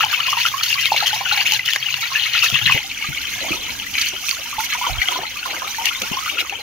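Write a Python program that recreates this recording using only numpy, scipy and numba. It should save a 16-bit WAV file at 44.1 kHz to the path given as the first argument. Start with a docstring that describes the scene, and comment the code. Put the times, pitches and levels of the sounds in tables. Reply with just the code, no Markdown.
"""Outdoors, a stream from a spout falls over hands scrubbing meat into a steel basin: first from just above it.
Clouds of ringing bubbles and filtered noise make fizz, spray, gurgle and glugs over a low rumble and drumming.
Single bubbles plop and gouts slap from the start; surges swell the water as the hands cut the stream.
After a dull bump the place becomes a step away: another colour, no drumming, more bumps as damped low swings.
Late on, a puff of air, low fluttering noise, reaches the right port of the microphone."""
import sys
import numpy as np
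from scipy import signal
from scipy.fft import rfft, irfft
from scipy.io import wavfile
from numba import njit

SR = 44100
rng = np.random.default_rng(int(sys.argv[2]) if len(sys.argv) > 2 else 0)


def wav_record(signal):
    """Record a signal, one row per channel, as 16-bit PCM in the file named by sys.argv[1]."""
    frames = np.transpose(np.atleast_2d(signal))
    bounded = np.clip(frames, -1, 1)
    # unit amplitude maps onto the largest positive 16-bit level
    quanta = np.round(bounded * 32767).astype(np.int16)
    wavfile.write(sys.argv[1], SR, quanta)


N = 291942
T = np.arange(N) / SR
MOVE_S = 2.785  # before: just above the basin; after: a step away
TOP_HZ = 15650  # upper edge of the recorder's band
SURGE_ATTACK_S, SURGE_T60_S = 0.0086, 0.044
STROKE_ATTACK_S, STROKE_T60_S, LAPPING_DB = 0.016, 0.059, -55  # between strokes the water only laps
BROOD_ABOVE_DB, BROOD_ASIDE_DB = -4.5, -6.5  # from a step away single bubbles merge into the seethe

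# Unbroken stream, as the hands hold it nearer to or further from the water: time_s, bubbles_db, spray_db
STREAM_LEVELS = [(0.0, -21.5, -36), (0.55, -25.5, -34.5), (1.2, -21, -35), (1.62, -29, -39.5),
                 (2.3, -22.5, -34.5), (2.75, -25.5, -34), (2.82, -29.5, -38), (3.3, -23.5, -36),
                 (3.85, -29.0, -37), (4.75, -25.5, -37.5), (5.3, -27, -39), (5.7, -27, -35),
                 (6.3, -28.5, -37), (6.62, -28, -43.5)]
# A hand or the meat cuts the stream and sheds a sheet of water: start_s, length_s, bubbles_db, spray_db
SHEET_SURGES = [(0, 0.036, -12, -32.5), (0.108, 0.091, -21, -38), (0.256, 0.079, -20.5, -33.5),
                (0.374, 0.11, -17, -30), (0.624, 0.12, -21, -33), (0.778, 0.1, -15.5, -34.5),
                (0.913, 0.183, -20, -39), (1.123, 0.066, -23.0, -33.5), (1.281, 0.15, -16.5, -34),
                (1.45, 0.12, -15.5, -30), (1.65, 0.11, -18.5, -32.5), (1.81, 0.17, -23.5, -43),
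                (2.004, 0.081, -20.5, -39), (2.126, 0.17, -19, -40.5), (2.33, 0.14, -15.5, -32.5),
                (2.525, 0.069, -16, -55), (2.652, 0.13, -14.0, -38), (3.003, 0.092, -25.5, -56),
                (3.204, 0.04, -25, -43.0), (3.32, 0.26, -25, -38), (3.626, 0.066, -24, -53),
                (3.931, 0.16, -18.5, -33.5), (4.201, 0.15, -33, -34), (4.583, 0.076, -25, -30.5),
                (4.691, 0.065, -17.5, -35), (4.768, 0.16, -26, -36.5), (4.993, 0.19, -23, -35),
                (5.498, 0.021, -17, -37.5), (5.84, 0.057, -20, -34), (6.005, 0.072, -25, -41),
                (6.11, 0.244, -26, -41), (6.385, 0.028, -12.5, -29.5)]
# Colour of the water from just above the basin: frequency_hz, left_db, right_db
COLOUR_ABOVE = [(483, -13.5, -10.5), (790, -18, -21), (990, -23.5, -9), (1810, -14.5, -16.5),
                (2200, -10, -9.5), (2820, 1.5, -10.5), (3770, -13, -19.5), (4520, -11.5, -11.5),
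                (4670, -16.5, -17.5), (6540, -21.5, -14.5), (7880, -34, -39.5), (9320, -45.5, -28),
                (12700, -35.5, -22), (14700, -28.5, -18)]
# Colour of the water from a step away: frequency_hz, left_db, right_db
COLOUR_ASIDE = [(540, -23, -9), (900, -11, -14), (1227, -8, -3), (1830, -6.5, -14.5), (2160, 3, 2.5),
                (3080, 7, -1.5), (3720, -5, -9.5), (4120, -11, -2.5), (5000, -17, -13.5), (6160, -17, -6),
                (7940, -32.5, -23.5), (9200, -40, -20), (12200, -32.5, -17.5), (14500, -32, -12)]
# Larger bubbles as water plunges into the basin: time_s, relative level_db
GURGLE_LEVELS = [(0.0, -33), (0.5, -39), (0.81, -47), (1.0, -36), (1.42, -37.5), (1.69, -45.5), (2.14, -38),
                 (2.75, -40.5), (3.08, -45), (3.48, -39), (3.75, -43.5), (4.45, -40.5), (4.83, -36.5),
                 (5.12, -32), (5.3, -45), (5.51, -34.5), (6.2, -38), (6.62, -40.5)]
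# Strokes of the hands that churn the water: start_s, length_s, relative level_db
HAND_STROKES = [(0.0, 0.047, -47.5), (.915, 0.094, -40.5), (1.39, 0.17, -44), (1.75, 0.0079, -29.5),
                (2.41, 0.039, -38.5), (2.74, 0.033, -27.5), (3.40, 0.16, -33.5), (3.56, 0.18, -44.5),
                (4.12, .03, -39), (4.38, 0.025, -39.5), (4.58, 0.015, -40), (4.86, 0.032, -33),
                (5.075, 0.16, -35.5), (5.46, 0.12, -37.5), (5.61, 0.056, -38.5), (5.79, 0.095, -42.5),
                (6.01, 0.028, -31), (6.105, 0.041, -37), (6.31, 0.13, -36.5), (6.5, 0.15, -43.5)]
# Spectrum of the outdoor rumble: frequency_hz, gain_db
RUMBLE_COLOUR = [(15, -24), (25, -1), (92, 3), (151, -4.5), (270, 0), (352, -7), (403, -20), (479, -9),
                 (600, -26), (780, -43), (1320, -120)]
# Swell of the outdoor rumble: time_s, level_db
RUMBLE_LEVELS = [(0.0, -53), (0.31, -51.5), (1.45, -49), (1.73, -58.5), (2.93, -48.5), (3.54, -42),
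                 (4.3, -50), (6.03, -48.5), (6.62, -52.5)]
# Single large bubbles: start_s, nominal pitch_hz, relative level_db, t60_s, left_minus_right_db
LARGE_BUBBLES = [(0.006, 1290, -7, 0.031, 0), (0.036, 870, -12.5, 0.05, -3), (0.131, 1216, -17.5, 0.047, 1),
                 (0.204, 1320, -18, 0.031, -3), (0.329, 1157, -9, 0.034, -2), (0.372, 955, -15, 0.09, -2),
                 (0.452, 1364, -9.5, 0.04, -1), (0.539, 1107, -19.5, 0.15, -10),
                 (0.61, 1310, -14, 0.022, -5), (0.754, 1136, -25, 0.13, -10),
                 (0.919, 850, -1.5, 0.026, -3.5), (1.025, 829, -13, 0.057, 2),
                 (1.129, 850, -18.5, 0.088, -6), (1.207, 786, -19, 0.043, 2), (1.26, 1480, -17.5, 0.04, 0),
                 (1.313, 1445, -13, 0.044, 4), (1.323, 836, -18, 0.058, 2), (1.375, 820, -24.5, 0.12, -4),
                 (2.116, 1080, -25.5, 0.082, -14), (2.153, 1745, -13.5, 0.11, 1),
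                 (2.349, 1390, -16, 0.035, 0), (2.436, 1360, -12.5, 0.019, 0),
                 (2.697, 1115, -8.5, 0.027, -6), (4.528, 1160, -20.5, 0.053, 3),
                 (4.582, 880, -18.5, 0.13, -6), (4.749, 973, -19.5, 0.058, 3),
                 (4.813, 986, -17.5, 0.079, 0), (4.84, 1150, -17.5, 0.1, -7), (4.867, 983, -12, 0.048, 1),
                 (4.895, 745, -24.5, 0.087, 7), (5.157, 1012, -20.5, 0.11, 4), (5.188, 720, -16, 0.03, -1),
                 (5.232, 887, -21, 0.046, 3), (5.458, 1052, -18, 0.05, -7), (5.784, 913, -21, 0.16, 5),
                 (6.17, 1060, -15.5, 0.067, 2), (6.261, 1235, -19.5, 0.079, -5),
                 (6.524, 800, -20.5, 0.042, 2)]
# Heaviest gouts slapping down: start_s, nominal length_s, cavity pitch_hz, relative cavity_db, relative spray_db
WATER_SLAPS = [(0.009, 0.0083, 2750, -26, -40), (0.047, 0.0035, 2400, -21, -19),
               (0.202, 0.0062, 2970, -16.5, -31), (0.266, 0.005, 2440, -20, -30),
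               (0.368, 0.008, 2800, -19.5, -33), (0.461, 0.0072, 3000, -13, -23),
               (0.632, 0.01, 4100, -24, -14), (0.727, 0.0036, 2720, -13, -26),
               (0.856, 0.0032, 3830, -10.5, -23), (0.962, 0.0058, 2260, -16, -20),
               (1.06, 0.034, 3120, -18, -20.5), (1.323, 0.019, 4070, -19, -24.5),
               (1.376, 0.0066, 2200, -17, -36), (1.462, 0.004, 2510, -17, -42),
               (1.521, 0.0023, 2960, -11.5, -11), (1.535, 0.0048, 2930, -15, -15),
               (1.593, 0.0047, 2000, -16.5, -42), (1.658, 0.0043, 3220, -21.5, -20),
               (1.687, 0.0022, 1960, -12.5, -41), (1.734, 0.0018, 3360, -11, -14.5),
               (1.76, 0.0038, 1820, -14, -19), (1.941, 0.002, 2830, -11, -46),
               (2.157, 0.017, 2710, -18, -34), (2.432, 0.03, 2600, -16, -17.5),
               (2.5, 0.0023, 3050, -17, -19), (2.542, 0.0038, 2620, -14, -36),
               (2.669, 0.0019, 2720, -11, -20), (2.711, 0.0014, 2580, -13.5, -27),
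               (2.722, 0.0052, 2530, -11, -36), (3.023, 0.013, 2270, -22, -43),
               (3.979, 0.01, 2270, -19, -42), (4.012, 0.011, 4500, -20, -17),
               (4.284, 0.004, 2500, -19, -33), (4.291, 0.0033, 2300, -25, -13),
               (4.311, 0.0026, 4570, -12.5, -34), (5.018, 0.0061, 2260, -16.5, -33),
               (5.085, 0.0018, 3150, -7, -32), (5.855, 0.0054, 2960, -19, -11.5),
               (6.017, 0.0065, 2400, -25, -18), (6.382, 0.012, 2660, -18, -44),
               (6.495, 0.0069, 2690, -21, -28)]
# Resonances of the water-loaded steel basin: pitch_hz, width_hz, gain_db
BASIN_MODES = [(534, 24, -0.5), (850, 380, -2.5), (1064, 44, -9.5), (1413, 196, 0), (2110, 27, -19)]
# Dull bumps of handling: start_s, relative level_db, pitch_hz, left_minus_right_db, nominal t60_s
HANDLING_BUMPS = [(2.524, -22, 134, 29, 0.12), (2.612, -33.5, 115, 23, 0.32), (2.663, -27, 134.6, 31, 0.23),
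                  (2.746, -11.5, 119, 23, 0.041), (3.087, -22, 143, 27, 0.077),
                  (3.505, -18.5, 325, -22, 0.067), (4.131, -30.5, 380, -7, 0.057),
                  (4.581, -34, 67.3, 0, 0.086), (5.185, -28.5, 380, -2, 0.082), (6.019, -32, 201, 15, 0.1),
                  (6.114, -10, 195, 32, 0.017)]
# Puff of air on the right port: time_s, relative level_db
PUFF_LEVELS = [(4.86, -64), (4.91, -19.5), (4.96, -27), (5.005, -30), (5.035, -74)]


def undb(db):
    """Decibels to gain."""
    return 10 ** (np.asarray(db) / 20)


def unit(x):
    """Scale a sound so that the mean of its channels has rms 1."""
    return x / np.sqrt(np.mean(x.mean(0) ** 2) + 1e-18)


def sides(pan_db):
    """Left and right gains with mean 1."""
    gains = undb(np.array([[pan_db], [-pan_db]]) / 2)
    return gains / gains.mean()


def curve(table):
    """Gain over the scene, drawn in dB between rows of time_s, level_db."""
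    return undb(np.interp(T, *np.transpose(table)))


def noise_band(lo_hz, hi_hz, size=N):
    """One channel of band-limited noise at unit level."""
    return unit(band(rng.standard_normal((1, size)), lo_hz, hi_hz))


def add(out, s, x):
    """Mix x into out from time s."""
    i = max(int(s * SR), 0)
    out[:, i:i + x.shape[1]] += x[:, :max(N - i, 0)]


def band(x, lo_hz, hi_hz, order=2):
    """Causal band-pass."""
    sos = signal.butter(order, [lo_hz, min(hi_hz, .45 * SR)], "band", fs=SR, output="sos")
    return signal.sosfilt(sos, x)


def colour(x, table, size=1024):
    """Minimum-phase filter through rows of frequency_hz and one gain_db, or left_db and right_db."""
    hz, *columns = np.transpose(table)
    grid = np.log(np.maximum(np.fft.rfftfreq(size, 1 / SR), 1))
    gains = undb([np.interp(grid, np.log(hz), c) for c in columns])
    # folding the cepstrum forward puts all of the response after the impulse
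    cepstrum = irfft(np.log(gains))
    cepstrum[:, 1:size // 2] *= 2
    cepstrum[:, size // 2 + 1:] = 0
    response = irfft(np.exp(rfft(cepstrum)))
    return signal.fftconvolve(x, response, axes=1)[:, :x.shape[1]]


@njit
def ring(start, hz, t60, rise, size, n):
    """Damped sines that swell for a cycle or two; the pitch climbs ever faster as each nears the surface."""
    out = np.zeros(n)
    for k in range(len(start)):
        first = max(int(start[k] * SR) + 1, 0)
        for i in range(first, min(first + int(t60[k] * SR) + 1, n)):
            t = i / SR - start[k]
            age = t / t60[k]
            swell = 1 - np.exp(-t * hz[k])
            climb = 1 + rise * age * (.3 + age)
            out[i] += size[k] * swell * np.exp(-6.9 * age) * np.sin(2 * np.pi * hz[k] * t * climb)
    return out


def ring_pair(start, lag, hz, t60, rise, level_db, pan_db):
    """Ring the same bubbles at both ports, with half the lag (s) and balance (dB) on each side."""
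    return np.array([ring((start + e * lag / 2).ravel(), hz.ravel(), t60.ravel(), float(rise),
                          undb(level_db + e * pan_db / 2).ravel(), N) for e in (1, -1)])


def cloud(rate, lo_hz, hi_hz, cycles, spread_db, rise, scatter_ms, scatter_db, count=1):
    """Bubbles or droplets at loose times and places, `rate` a second, in broods of `count` of like pitch."""
    total = int(rate * N / SR)
    u = rng.random((total, 8)).T
    k = np.arange(total)
    start = (k + 4 * u[0] - 2) / rate
    pitch = (u[7][k - k % count] + 0.2184 * u[1]) % 1
    hz = lo_hz * (hi_hz / lo_hz) ** pitch
    # with a spread, many are small and a few large; higher pitches start stronger
    size = undb(spread_db * -np.log(.04 + .96 * u[2])) * np.sign(u[6] - .5) * hz / lo_hz
    t60 = cycles * 2 ** (2 * u[3] - 1) / hz
    # each place has its own lag and balance between the two ports
    lag = scatter_ms * (2 * u[4] - 1) / 1000
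    pan_db = scatter_db * (2 * u[5] - 1)
    return np.array([ring(start + e * lag / 2, hz, t60, float(rise), size * undb(e * pan_db / 2), N)
                     for e in (1, -1)])


def heard(x):
    """A steady sound coloured as from each of the two places, both at unit level."""
    return np.where(T < MOVE_S, unit(colour(x, COLOUR_ABOVE)), unit(colour(x, COLOUR_ASIDE)))


def swells(events, attack_s, t60_s, steady_db):
    """Gain of a steady level plus rows of start_s, length_s, level_db: each rises, holds, drains; powers add."""
    power = undb(steady_db) ** 2 * np.ones(N)
    for start, length, db in events:
        first = max(int(start * SR), 0)
        age = T[first:first + SR] - start
        drain_db = -60 * np.maximum(age - length, 0) / t60_s
        gain = np.clip(age / attack_s, 0, 1) * undb(db + drain_db)
        power[first:first + SR] += gain ** 2
    return np.sqrt(power)


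def flow():
    """Gains of the bubbles and of the spray: the stream with its surges on top."""
    s, *steady = np.transpose(STREAM_LEVELS)
    start, length, *peaks = np.transpose(SHEET_SURGES)
    return [swells(zip(start, length, peak), SURGE_ATTACK_S, SURGE_T60_S, np.interp(T, s, db))
            for db, peak in zip(steady, peaks)]


def gouts(rate, depth_db, tail_s):
    """The stream breaks into lumps: each lands at once and drains away. A gain with rms 1."""
    u = rng.random((2, N))
    lumps = (u[0] < rate / SR) * (.5 + u[1])
    load = signal.lfilter([1], [1, -np.exp(-1 / (tail_s * SR))], lumps)
    gain = 1 + undb(depth_db) * load
    return gain / np.sqrt(np.mean(gain ** 2))


def fizz(gain):
    """Broods of small ringing bubbles over an even seethe, beaten in by the lumps of the stream."""
    broods = cloud(440, 1589.7, 4640, cycles=82, spread_db=5.0, rise=0.063,
                   scatter_ms=.05, scatter_db=8.5, count=4)
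    seethe = cloud(2800, 1663, 4374, cycles=22, spread_db=0.0, rise=0.061, scatter_ms=0.051, scatter_db=5.5)
    brood_gain = undb(np.where(T < MOVE_S, BROOD_ABOVE_DB, BROOD_ASIDE_DB))
    bubbles = brood_gain * heard(broods) + undb(-7.0) * heard(seethe)
    return bubbles * gouts(rate=32, depth_db=-3.0, tail_s=0.011) * gain


def spray(gain):
    """Tiny bubbles ping over a fine patter of droplets and a hiss of mist."""
    pings = cloud(520, 3563, 7400, cycles=183, spread_db=7.0, rise=0.042,
                  scatter_ms=0.035, scatter_db=11.5, count=4)
    patter = cloud(4500, 4577, 15500, cycles=53, spread_db=3.5, rise=0.015, scatter_ms=0.079, scatter_db=3.0)
    mist = rng.standard_normal((2, N)) + 0.5 * rng.standard_normal(N)
    fine = undb(-1.0) * heard(patter) + undb(-3.5) * heard(band(mist, 5700, 12700))
    lumpy_fine = fine * gouts(rate=40, depth_db=-4.0, tail_s=0.011)
    return (undb(-2.5) * heard(pings) + lumpy_fine) * gain


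def gurgle():
    """Larger bubbles chirp upwards in the wash of the basin."""
    chirps = cloud(95, 694.6, 2000, cycles=56.2, spread_db=4.5, rise=0.164, scatter_ms=0.29, scatter_db=35)
    wash = cloud(900, 631, 1810, cycles=18.4, spread_db=2.5, rise=0.26, scatter_ms=0.28, scatter_db=11)
    return (undb(-1.3) * heard(chirps) + undb(-10.0) * heard(wash)) * curve(GURGLE_LEVELS)


def churn():
    """Short low glugs of water pushed about by the hands."""
    glugs = cloud(420, 278, 926, cycles=21.0, spread_db=3.0, rise=0.091, scatter_ms=0.5, scatter_db=7)
    return unit(glugs) * undb(-4.0) * swells(HAND_STROKES, STROKE_ATTACK_S, STROKE_T60_S, LAPPING_DB)


def yard_rumble():
    """Coloured low noise, partly shared by both ports; by the basin only its 42 to 256 Hz band arrives."""
    noise = rng.standard_normal((2, N)) + 0.64 * rng.standard_normal(N)
    rumble = unit(colour(noise, RUMBLE_COLOUR, size=8192))
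    return np.where(T < MOVE_S, band(rumble, 42, 256), rumble) * curve(RUMBLE_LEVELS)


def basin_drumming():
    """Low drumming of the stream in the basin: narrow-band noise, heard only from close by."""
    return noise_band(102, 140) * sides(4.9) * undb(-49.5) * (T < MOVE_S)


def plops(rise=0.123, daughter_db=-11, lag_ms=0.39, count=4):
    """A large bubble rings and climbs in pitch; smaller ones of like pitch pinch off in its wake."""
    s, hz, db, t60, pan_db = np.transpose(LARGE_BUBBLES)[:, :, None]
    late, detune, side = np.moveaxis(rng.random((len(LARGE_BUBBLES), count, 3)), 2, 0)
    daughter = np.arange(count) > 0  # the first of each group is the large bubble
    s = s + daughter * late * .032
    hz = hz * (.985 + daughter * (0.438 * detune - .16))
    db = db + daughter * daughter_db
    lag = (side - .5) * lag_ms / 1000
    t60 = t60 * np.where(daughter, .7, 1)
    return ring_pair(s, lag, hz, t60, rise, db, pan_db)


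def slaps(splash_db=-7, spray_db=-2, cavity_cycles=45, rise=0.04, drop_rate=1500, size=2048):
    """A gout lands as a quick run of drops: they ring an air cavity and throw off spray."""
    out, t = np.zeros((2, N)), np.arange(size) / SR
    for s, length, hz, body_db, mist_db in WATER_SLAPS:
        place = COLOUR_ABOVE if s < MOVE_S else COLOUR_ASIDE
        length = max(length, .002)
        landing = t / length * np.exp(-3 * t / length)
        drops = rng.standard_normal(size) * (rng.random(size) < drop_rate / SR) * landing
        drops[0] = 0.39  # first contact
        # a short sharp smack leaves a cavity that collapses at once
        t60 = min(cavity_cycles / hz, 5 * length)
        bubble = ring(np.zeros(1), np.array([hz], float), np.array([t60]), float(rise), np.ones(1), size)
        cavity = band(signal.fftconvolve(drops, bubble)[:size], 0.52 * hz, 2.74 * hz)
        burst = landing * (rng.standard_normal(size) + rng.standard_normal((2, size)))
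        splash = colour(band(burst, 1130, 7400), place)
        mist = colour(band(burst, 4300, 13100), place)
        body = unit(colour(np.array([cavity, cavity]), place)) + undb(splash_db) * unit(splash)
        slap = undb(body_db) * body + undb(mist_db + spray_db) * unit(mist)
        add(out, s, np.sqrt(length * SR / size) * slap)  # longer landings carry more energy
    return out


def basin(x):
    """The bowl rings briefly with whatever lands in it."""
    out = x
    for hz, width, db in BASIN_MODES:
        out = out + undb(db) * signal.lfilter(*signal.iirpeak(hz, hz / width, fs=SR), x)
    return out


def yard(x, t60=0.11, echo_db=-12, size=8192):
    """Rim, ground and arms send back short echoes, their pattern redrawn for each overlapping piece of sound."""
    out, t = x.copy(), np.arange(size) / SR
    for i in range(0, N - size // 2, size // 2):
        echoes = rng.standard_normal((2, size)) * undb(-60 * t / t60) * (t > .002)
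        echoes /= np.sqrt(np.sum(echoes ** 2, axis=1, keepdims=True))
        piece = x[:, i:i + size]
        piece = piece * np.hanning(size)[:piece.shape[1]]
        add(out, i / SR, undb(echo_db) * signal.fftconvolve(piece, echoes, axes=1))
    return out


def bumps(size=8192):
    """Soft blows: one damped low swing with a scuff of rumble and a brief dull contact."""
    out, t = np.zeros((2, N)), np.arange(size) / SR
    for s, db, hz, pan_db, t60 in HANDLING_BUMPS:
        scuff = noise_band(88, 180, size)
        contact = noise_band(220, 570, size) * np.exp(-t / 0.0057)
        swing = np.sin(2 * np.pi * hz * t)
        blow = (swing + 0.52 * scuff) * undb(-60 * t / max(t60, .02)) + 0.15 * contact
        onset = 1 - np.exp(-t / 0.0032)
        add(out, s, undb(db + 3.5) * sides(pan_db) * blow * onset)
    return out


def puff():
    """Air flutters on the right port of the microphone: two low bands of noise under one short swell."""
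    flutter = noise_band(49, 77) + 0.29 * noise_band(96, 124)
    return sides(-30) * flutter * curve(PUFF_LEVELS) * undb(-2.5)


def scene():
    """All the water in the basin and the yard, with the low sounds at the microphone."""
    bubble_gain, spray_gain = flow()
    water = fizz(bubble_gain) + spray(spray_gain) + gurgle() + churn() + plops() + slaps()
    low_sounds = yard_rumble() + basin_drumming() + bumps() + puff()
    return yard(undb(-1.0) * basin(water)) + low_sounds


def record(dry):
    """The recorder rounds the highest peaks and cuts the top."""
    rounded = dry / (1 + dry ** 4) ** .25
    return signal.sosfilt(signal.ellip(10, .2, 90, TOP_HZ, fs=SR, output="sos"), rounded)


dry = scene()
out = record(dry)
wav_record(out)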